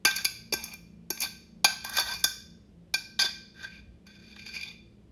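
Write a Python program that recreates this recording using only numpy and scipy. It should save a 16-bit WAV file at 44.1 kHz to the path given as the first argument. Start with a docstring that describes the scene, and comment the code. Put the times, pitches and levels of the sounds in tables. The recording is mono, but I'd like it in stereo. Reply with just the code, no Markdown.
"""Sharp ceramic clinks come first: a steel spoon taps, bounces and scrapes on a hand-held plate in a kitchen.
Each tap or slide is shaped noise that sets families of ringing plate tones going, chosen by the spot touched.
A few faint squeaks are gliding tones, and the hard room answers with short tails of dying noise.
Behind it all, filtered noise makes an appliance's hum, room air and a low rumble.
Two microphone ports hear the plate with different loudness and timing."""
import sys
import numpy as np
from scipy import signal
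from scipy.fft import rfft, irfft, next_fast_len
from scipy.io import wavfile
from scipy.ndimage import map_coordinates

SR = 44100
rng = np.random.default_rng(int(sys.argv[2]) if len(sys.argv) > 2 else 0)


def store_pcm(level_fs):
    """Save levels as 16-bit WAV."""
    pcm = np.round(np.clip(level_fs, -1, 1) * 32767).astype(np.int16)
    wavfile.write(sys.argv[1], SR, np.atleast_2d(pcm).T)


N = 225473


def amp(db):
    """Turn decibels into a gain."""
    return 10 ** (np.asarray(db) / 20)


def unit(x):
    """Scale to an average strength (rms) of 1."""
    return x / np.sqrt(np.mean(np.abs(x) ** 2) + 1e-30)


def along(points, hz):
    """Read a value at any pitch from (pitch, value) points, spacing pitch by ratio as the ear does."""
    point_hz, value = np.transpose(points)
    return np.interp(np.log(hz + 1), np.log(point_hz + 1), value)


def filtered(x, response):
    """Filter a sound by multiplying its spectrum by a response to each frequency."""
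    size = next_fast_len(N + SR // 2)
    hz = np.fft.rfftfreq(size, 1 / SR)
    return irfft(rfft(x, size) * response(hz), size)[..., :N]


def wobble(rate):
    """A smooth random curve through `rate` random points a second."""
    knots = rng.standard_normal(int(N * rate / SR) + 4)
    return map_coordinates(knots, [np.arange(N) * rate / SR])


# Plate tones in eight families, low to high; the shortest-lived are the dull noise of contact.
# Columns: pitch_hz, level_db (within the family), t60_s (time to fade by 60 dB, before added damping)
PLATE_FAMILIES = [
    [(352, 1, 0.026), (143.6, -10.5, 0.044)],
    [(623, -3.5, 0.017), (843, 1, 0.025), (1169, -0.5, 0.021)],
    [(1564, 2, 0.21), (1522, -1, 0.058), (1511, -8.5, 0.23), (1923, -8, 0.044), (1600, 3, 0.0011)],
    [(2403, 6, 0.082), (2371, -3, 0.14), (2419, 5, 0.053), (2035, -9, .04), (2628, -10, 0.21),
     (2189, -0.5, 0.0069)],
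    [(3460.4, 4.5, 0.04), (3560, -4.5, 0.1), (3204, -7.5, 0.042), (4060, -9, 0.056), (4620, -7.5, 0.073),
     (3683, 5.5, 0.012)],
    [(4503, 9, 0.047), (4670, 2.5, 0.033), (4878, 8, 0.052), (4740, 8.5, 0.006)],
    [(5090, -4.5, 0.028), (5590, 2.5, 0.022), (6580, -6, 0.071), (6304, -1, 0.048), (6957, -6.5, 0.055),
     (8075, 5, 0.031), (7180, -2, 0.015), (6080, 6.5, 0.005)],
    [(9544, 2.5, 0.01), (10180, -1, 0.011), (10380, -13.5, 0.086), (11303, 0, 0.024), (12070, -7, 0.026),
     (13300, -0.5, 0.017), (14700, 5, 0.0056), (16843, 3.5, 0.005), (10660, 16, 0.0015),
     (14500, 12.5, 0.0017)],
]


def ringing(hz, damping=1):
    """Each family is a sum of fading tones, scaled to energy 1; damping (1 / s) adds to each 1 / t60."""
    s = 2j * np.pi * hz

    def mode(centre_hz, level_db, t60_s):
        decay = np.log(1000) * (1 / t60_s + damping)
        return amp(level_db) * s / ((s + decay) ** 2 + (2 * np.pi * centre_hz) ** 2)

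    families = []
    for family in PLATE_FAMILIES:
        # neighbouring tones start in opposite directions
        tones = [(-1) ** k * mode(*row) for k, row in enumerate(family)]
        families.append(unit(sum(tones)))
    return np.array(families)


# How strongly each spot drives the families; rows are spots evenly spaced over 0-1.
# Columns: family_1_db to family_8_db, low to high
SPOT_LEVELS = [(-2.5, -3.5, -7.5, -7, -23.5, -11, 4.5, 2.1), (-1.3, -7, -15.5, 2.5, -10, 1.5, -3, -5.5),
               (-4.5, 5, 0.8, 1.7, -1.7, 0.4, -2, -5), (-14, 1.5, -2, -16, 5.5, -4, 3.2, -7)]


def drive(level_db, thud_db, spot, hardness_db):
    """The touched spot favours some families; thud lifts the lowest two, hardness the top three in steps."""
    spot_places = np.linspace(0, 1, len(SPOT_LEVELS))
    gain_db = []
    for k, family_db in enumerate(np.transpose(SPOT_LEVELS)):
        spot_db = np.interp(spot, spot_places, family_db)
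        gain_db.append(level_db + spot_db + thud_db * (k < 2) + hardness_db * max(k - 4, 0))
    return amp(gain_db)


# Single touches of the spoon.
# Columns: start_s, level_db (before the overall force), thud_db (added to the two lowest families),
# spot (0-1), hardness_db (per family above the fifth), chatter_s (time for the contact noise to die down)
SPOON_TAPS = [(0.0495, -13, -8.5, 0.62, 1.58, .0059), (0.11, -29, -29, 1, -1.5, .0038),
              (0.1617, -26, -19, .3, 2, 0.0026), (0.2452, -26.5, -8.5, 0.56, 3.4, .0023),
              (0.2506, -15, -14.5, 0.43, 1.04, .0021), (0.5234, -17.5, -6.5, 0.31, -1, .004),
              (0.5346, -11.5, -13, 0.01, -3.86, .0042), (0.6387, -39.5, -9, 0, 4.5, .0039),
              (0.737, -44, -2.5, 0, 2.6, .0017), (1.1027, -25, -2.5, 0.19, 2.5, .0028),
              (1.1733, -36, -13, 0.5, -4, 0.0033), (1.204, -33.5, -28, 0.2, 5, .0017),
              (1.217, -25.5, -29.5, 0.15, 2, .0075), (1.2322, -29, -4.5, 0.58, 3, .0073),
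              (1.6435, -10.5, -7, 0.67, 1.2, .0046), (1.8469, -37, 0.5, 0.67, 4.5, .0017),
              (1.8952, -44.5, 0, 0.67, 7, .0026), (1.934, -35, -22.5, 0.4, 1.7, .005),
              (1.9677, -22, -21, 0.8, 1.5, .005), (1.983, -21, -0.5, 1, -1.5, .0037),
              (1.9944, -21, -10, 0.56, 1.6, .0095), (2.0726, -37.5, -10.5, .65, -9, 0.0045),
              (2.116, -34, -9, 0.2, -4, .005), (2.1352, -27.5, -11, 0.34, -0.5, .013),
              (2.2397, -16, -13.5, 0.84, 3, .0043), (2.9388, -19, -15, 0.68, 1.6, .0042),
              (3.19, -14.5, -18.5, 0.67, -3, 0.005), (3.2098, -28.5, -19.5, 0.99, -1.5, .0055),
              (3.22, -30, -34, 0.93, -3.5, .0035), (3.2417, -27, -4.5, 0.47, -5.5, .008),
              (3.2482, -31, -23, 0.8, -1, .0086), (3.6261, -44, -30, 1, -0.5, .012),
              (3.6413, -40.5, -16, 0.7, -5, 0.0041), (4.066, -50.5, -9.5, 0.66, 1, .0062),
              (4.36, -43, -10, 0.7, -6, .006), (4.3918, -37, -31, 0.37, -6, .0041),
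              (4.4614, -34.5, -12, .35, -3, .0056), (4.4875, -39.5, -21, 0.6, -2.5, 0.0042),
              (4.537, -30.5, -17, 0.24, -4.5, .015), (4.561, -27, -15, .35, -10, .0043),
              (4.592, -38, -25, 0.3, -4, 0.0081), (4.61, -32, -30, 0.32, -3.5, .0031),
              (4.6297, -32, -38, 0.62, -2, .0061)]


def taps(force_db):
    """Each contact is a brief burst of chatter that drives the families its spot favours."""
    force = np.zeros((len(PLATE_FAMILIES), N + SR))
    t = np.arange(SR // 10) / SR
    uptake = np.abs(ringing(np.fft.rfftfreq(len(t), 1 / SR))) ** 2
    for start_s, *contact, chatter_s in SPOON_TAPS:
        rise = 1 - np.exp(-t / 0.0012)
        shape = rise * np.exp(-t / max(chatter_s, .0005))
        chatter = shape * rng.standard_normal((len(PLATE_FAMILIES), len(t)))
        # make every family ring with equal energy before the spot sets their balance
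        energy = np.mean(uptake * np.abs(rfft(chatter)) ** 2, axis=1, keepdims=True)
        chatter /= np.sqrt(energy)
        place = force[:, round(start_s * SR):][:, :len(t)]
        place += amp(force_db) * drive(*contact)[:, None] * chatter
    return force[:, :N]


# Slides of the spoon. Columns: thud_db (added to the second family; slides leave the lowest one still),
# hardness_db (per family above the fifth), then a curve of time_s, pressure_db (before the overall force), spot
# (0-1)
SPOON_STROKES = [(-12.5, 0, [(.07, -20.5, 0.88), (.146, -57.5, 0.04), (.164, -29, 0), (.194, -37, 0.86),
                 (.23, -32, 0.7)]), (-6.5, -4, [(.56, -39, 0.52), (.624, -45.5, .5), (.674, -38.5, 0.1),
                 (.736, -43.5, .35), (.79, -78, 1)]), (-16, -3.9, [(1.12, -43, 0), (1.182, -41, 0.2),
                 (1.2, -39, 0), (1.214, -18.5, 0.11), (1.24, -24.5, 0.39), (1.28, -38.5, 0.95)]),
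                 (-12, -0.64, [(1.84, -35, 0.65), (1.858, -36, 0.45), (1.902, -43.5, 0.82),
                 (1.935, -34.5, 0.63), (1.99, -22.5, 0.46), (2.038, -40.5, 0.82), (2.075, -33.5, 0.62),
                 (2.126, -33, 0.63), (2.19, -43.5, 0.17), (2.23, -35, 0.34)]),
                 (-14.5, -3.5, [(3.195, -13.5, 0.25), (3.221, -12.5, 0.23), (3.232, -19.5, 0.58),
                 (3.244, -19, 0.32), (3.264, -23, 0.53), (3.275, -39, 0.5), (3.31, -32, .6)]),
                 (-19.5, -3.5, [(3.54, -59, 0.7), (3.594, -52.5, 0.66), (3.65, -42.5, 0.85),
                 (3.686, -50.5, 0.54), (3.806, -55.5, 0.73), (3.83, -83, 0.4)]),
                 (-20, -3.5, [(4.055, -70, .6), (4.067, -51.5, 0.49), (4.095, -59.5, 0.64),
                 (4.155, -51.5, 0.5), (4.18, -58.5, 0.68), (4.27, -53, 0.56), (4.32, -50, 0.53),
                 (4.35, -56.5, 0.85), (4.4, -43.5, 0.37), (4.445, -46.5, 0.5), (4.484, -36.5, 0.43),
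                 (4.514, -46, 0.52), (4.56, -32.5, 0.23), (4.6, -42.5, 0.64), (4.63, -39, 0.42),
                 (4.688, -42.5, 0.78), (4.78, -63, 0.33)])]


def strokes(force_db, grit_db, stutter_db, flicker_db, slips_per_s, stutters_per_s):
    """The edge catches on the glaze in clumps of uneven slips, too light to knock the lowest family."""
    t = np.arange(N) / SR
    pressure = np.zeros((len(PLATE_FAMILIES), N))
    for thud_db, hardness_db, curve in SPOON_STROKES:
        time_s, level_db, spot = np.transpose(curve)
        on = (t > time_s[0]) & (t < time_s[-1])
        fade_in = (t[on] - time_s[0]) / 0.0014
        fade_out = (time_s[-1] - t[on]) / 0.031
        fade = np.clip(np.minimum(fade_in, fade_out), 0, 1)
        level_now = np.interp(t[on], time_s, level_db)
        spot_now = np.interp(t[on], time_s, spot)
        gain = drive(level_now, thud_db, spot_now, hardness_db)
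        pressure[1:, on] += fade * gain[1:]
    # the moving contact point favours one family, then another
    flicker = np.array([wobble(40) for _ in PLATE_FAMILIES])
    grit = np.tanh(wobble(slips_per_s))
    slips = amp(grit_db * grit + stutter_db * wobble(stutters_per_s) + flicker_db * flicker)
    noise = rng.standard_normal((len(PLATE_FAMILIES), N))
    return amp(force_db) * pressure * unit(slips) * noise


# Faint squeaks of the spoon's edge on the glaze.
# Columns: start_s, end_s, start_pitch_hz, end_pitch_hz, level_db (around which it wavers)
GLAZE_SQUEAKS = [(1.845, 1.9, 1090, 1105, -48), (1.965, 2.024, 856, 950, -37.5),
                 (2.067, 2.163, 796, 1150, -43.5)]
SQUEAK_FADE = 0.19  # share of a squeak spent swelling, and again dying


def squeaks():
    """Regular sticking and slipping makes a gliding, unsteady tone with a weak overtone an octave up."""
    t, out = np.arange(N) / SR, np.zeros(N)
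    for start_s, end_s, from_hz, to_hz, level_db in GLAZE_SQUEAKS:
        progress = np.clip((t - start_s) / (end_s - start_s), 0, 1)
        glide_hz = from_hz + (to_hz - from_hz) * progress
        pitch_hz = glide_hz * (1 + 0.069 * wobble(100))
        phase = 2 * np.pi * np.cumsum(pitch_hz) / SR
        tone = np.sin(phase) + amp(-12.5) * np.sin(2 * phase)
        fade = np.clip(np.minimum(progress, 1 - progress) / SQUEAK_FADE, 0, 1) ** 2
        out += fade * amp(level_db + 2.5 * wobble(47)) * tone
    return out


# Fingers under the plate free or hold back its deep knock and two main tones.
# Columns: time_s, first_family_db, third_family_db, fourth_family_db
FINGER_GRIP = [(.05, 3, 1.1, 1.1), (.2, -4.5, 4, -1), (.3, -7.5, 0, -7), (.52, 1, -7.5, -6),
               (.8, -4, -1, 2), (1.1, 3, 6.4, -4), (1.25, -1.5, -6, -4.1), (1.65, -3.5, -1.5, -1),
               (1.9, -4, 6, -7), (2.1, -5, 0, -6.5), (2.24, 4.5, -1, -0.5), (2.94, 1, 1, 3.5),
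               (3.2, 0, -3, -9.4), (3.65, 4.5, 8, -1.5), (3.75, -4, -2, 7.5), (4.1, -1.7, 1, -2.5),
               (4.55, -4, -2, -2.5), (4.75, -2.5, -20.5, 5.5)]


def grip():
    """The holding fingers smoothly raise or lower three families over time."""
    time_s, *levels_db = np.transpose(FINGER_GRIP)
    t = np.arange(N) / SR
    gain = np.ones((len(PLATE_FAMILIES), N))
    gain[[0, 2, 3]] = amp([np.interp(t, time_s, level_db) for level_db in levels_db])
    return gain


def sway(turn_rad, per_s):
    """The tilting plate aims each family now at one port, now at the other; the top two stay put."""
    turn = turn_rad * np.array([wobble(per_s) * (k < 6) for k in range(len(PLATE_FAMILIES))])
    return np.array([np.cos(turn) + np.sin(turn), np.cos(turn) - np.sin(turn)])


AWAY_S, AWAY_HZ, AWAY_DB = 2.6, 12500, -14  # from this time, treble around and above this pitch is weaker


def treble_fades(plate):
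    """From AWAY_S on, the top treble grows fainter, down to AWAY_DB."""
    def duller(hz):
        steep = (hz / AWAY_HZ) ** 8
        return (1 + amp(AWAY_DB) * steep) / (1 + steep)

    return np.where(np.arange(N) / SR < AWAY_S, plate, filtered(plate, duller))


# How long the kitchen's echo lasts. Columns: pitch_hz, t60_s (time to fade by 60 dB)
KITCHEN_FADE = [(300, 0.13), (1500, 0.51), (5000, 0.56), (10000, 0.38), (16000, 0.35)]


def kitchen(x, block_s):
    """Wall echoes are noise dying at each pitch's own speed, new for each block as the plate moves."""
    step = round(block_s * SR)
    out = np.zeros((2, N + step + SR))
    for start in range(0, N, step):
        noise = rng.standard_normal((2, SR // 2))
        hz, t, spectrum = signal.stft(noise, SR, nperseg=256)
        fade = amp(-60 * t / along(KITCHEN_FADE, hz)[:, None])
        tail = signal.istft(spectrum * fade, SR, nperseg=256)[1]
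        tail /= np.linalg.norm(tail[0])
        wet = signal.fftconvolve(x[None, start:start + step], tail, axes=1)
        out[:, start + 200:][:, :wet.shape[1]] += wet  # the walls answer 200 samples late
    return out[:, :N]


# How much of the echo differs between the ports. Columns: pitch_hz, share (relative to the common echo)
ECHO_SPREAD = [(300, 0.13), (2500, 0.31), (5000, 0.2), (7500, 0.044), (15000, 0.033)]


def walls(plate):
    """The room gives both ports a common echo, plus a part that is opposite in the two."""
    shared, apart = kitchen(plate.mean(axis=0), block_s=.15)
    apart = filtered(apart, lambda hz: along(ECHO_SPREAD, hz))
    return amp(-10) * (shared + np.array([apart, -apart]))


# Timing at the two microphone ports. Columns: pitch_hz, left_lead_rad
PORT_LEAD = [(0, 0), (1000, .8), (1500, 1.2), (4200, .4), (5000, .8), (6900, -1.2), (7700, -2.9),
             (8900, -3.4), (10700, -6), (12500, -6.6), (13900, -9.2), (15000, -9.5), (16900, -11)]
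# Loudness at the two microphone ports. Columns: pitch_hz, left_minus_right_db
PORT_LEVEL = [(200, 0), (400, 3), (1300, 5.5), (2400, 6), (5000, 5), (7500, 0), (15000, 0)]


def ports(hz):
    """Each port hears the plate and its echo at its own level and moment; half the contrast goes to each."""
    half_level = np.log(amp(along(PORT_LEVEL, hz) / 2))
    half_lead = np.interp(hz, *np.transpose(PORT_LEAD)) / 2
    half = half_level + 1j * half_lead
    return np.exp([half, -half])


# How alike the background is at left and right. Columns: pitch_hz, likeness (1 = identical)
SIDES_ALIKE = [(60, 0.9), (130, .9), (290, 0.64), (640, 0.3), (1400, 0.04)]


def pair(response):
    """Mix shared and opposite noise into left and right with a given colour, likeness and rms 1."""
    def mid_and_side(hz):
        turn = np.arccos(np.clip(along(SIDES_ALIKE, hz), -1, 1)) / 2
        return response(hz) * np.array([np.cos(turn), np.sin(turn)])

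    mid, side = filtered(rng.standard_normal((2, N)), mid_and_side)
    return unit(np.array([mid + side, mid - side]))


def narrow(centre_hz, width_hz):
    """A filter that keeps noise near one pitch, so it hums."""
    return lambda hz: 1 / (1 + (2 * (hz - centre_hz) / width_hz) ** 2)


# The appliance's wavering hum, one line per row.
# Columns: pitch_hz, width_hz, level_db (before the left-right balance)
APPLIANCE_HUM = [(59, 9.9, -65.5), (117, 4.9, -64.5), (171, 8.1, -59), (202.2, 6, -61), (226.9, 4, -61),
                 (300, 8, -77), (336.4, 6.7, -70.5)]


def hum():
    """An appliance hums: narrow bands of noise sound like wavering low tones."""
    return sum(amp(level_db) * pair(narrow(pitch_hz, width_hz))
               for pitch_hz, width_hz, level_db in APPLIANCE_HUM)


# Colour of the steady room noise. Columns: pitch_hz, density_db (relative)
AIR_COLOUR = [(25, -7.5), (80, -3.5), (130, -12), (220, -13.5), (460, -15.5), (800, -29), (1500, -34),
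              (3000, -35), (6000, -43), (12000, -50), (15000, -77.5)]


def room_air():
    """Room air is steady noise, strongest in the bass."""
    return amp(-57.5) * pair(lambda hz: amp(along(AIR_COLOUR, hz)))


# Swells of the low rumble.
# Columns: time_s, level_db (before the left-right balance), half_length_s
RUMBLE_SWELLS = [(0.579, -61, 0.32), (1.59, -58, .07), (2.141, -51.5, 0.14), (3.906, -49.5, 0.094),
                 (5.11, -56.5, 0.068)]
RUMBLE_DB, RUMBLE_WAVER_DB = -62, 1.2  # level between the swells, and depth of its wavering


def rumble():
    """Low noise around 60 Hz wavers gently and rises in rounded swells."""
    t = np.arange(N) / SR
    level = amp(RUMBLE_DB + RUMBLE_WAVER_DB * wobble(1.7))
    for time_s, level_db, half_length_s in RUMBLE_SWELLS:
        level = level + amp(level_db) * np.exp(-((t - time_s) / half_length_s) ** 2)
    return level * pair(narrow(60, 36))


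def background():
    """Hum, air and rumble together, slightly louder on the left."""
    return (hum() + room_air() + rumble()) * amp([[.45], [-.45]])


PRESSED = 16  # damping while the spoon presses on the glaze (1 / s, added to each 1 / t60)


def scene():
    """The plate, direct and from the walls, over the background; taps in a slide ring as damped as it does."""
    blows = taps(force_db=17)
    rub = strokes(force_db=-7, grit_db=1.0, stutter_db=2.0, flicker_db=0.5, slips_per_s=360, stutters_per_s=76)
    sliding = rub[-1] != 0
    hold = grip()
    struck = filtered(hold * blows * ~sliding, ringing)
    rubbed = filtered(hold * (rub + blows * sliding), lambda hz: ringing(hz, damping=PRESSED))
    swayed = (struck + rubbed) * sway(turn_rad=0.4, per_s=14)
    plate = treble_fades(swayed.sum(axis=1) + squeaks())
    return filtered(plate + walls(plate), ports) + background()


BASS_CUT_HZ, TOP_HZ = 38, 16400  # the deepest bass and the highest treble fade beyond these


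def record(dry):
    """The microphone rounds the highest peaks, loses the deepest bass and cuts steeply above its top limit."""
    rounded = dry / (1 + np.abs(dry / .95) ** 4) ** (1 / 4)

    def microphone(hz):
        bass = (1j * hz / (BASS_CUT_HZ + 1j * hz)) ** 3
        return bass / (1 + (hz / TOP_HZ) ** 60)

    return filtered(rounded, microphone)


dry = scene()
out = record(dry)
store_pcm(out)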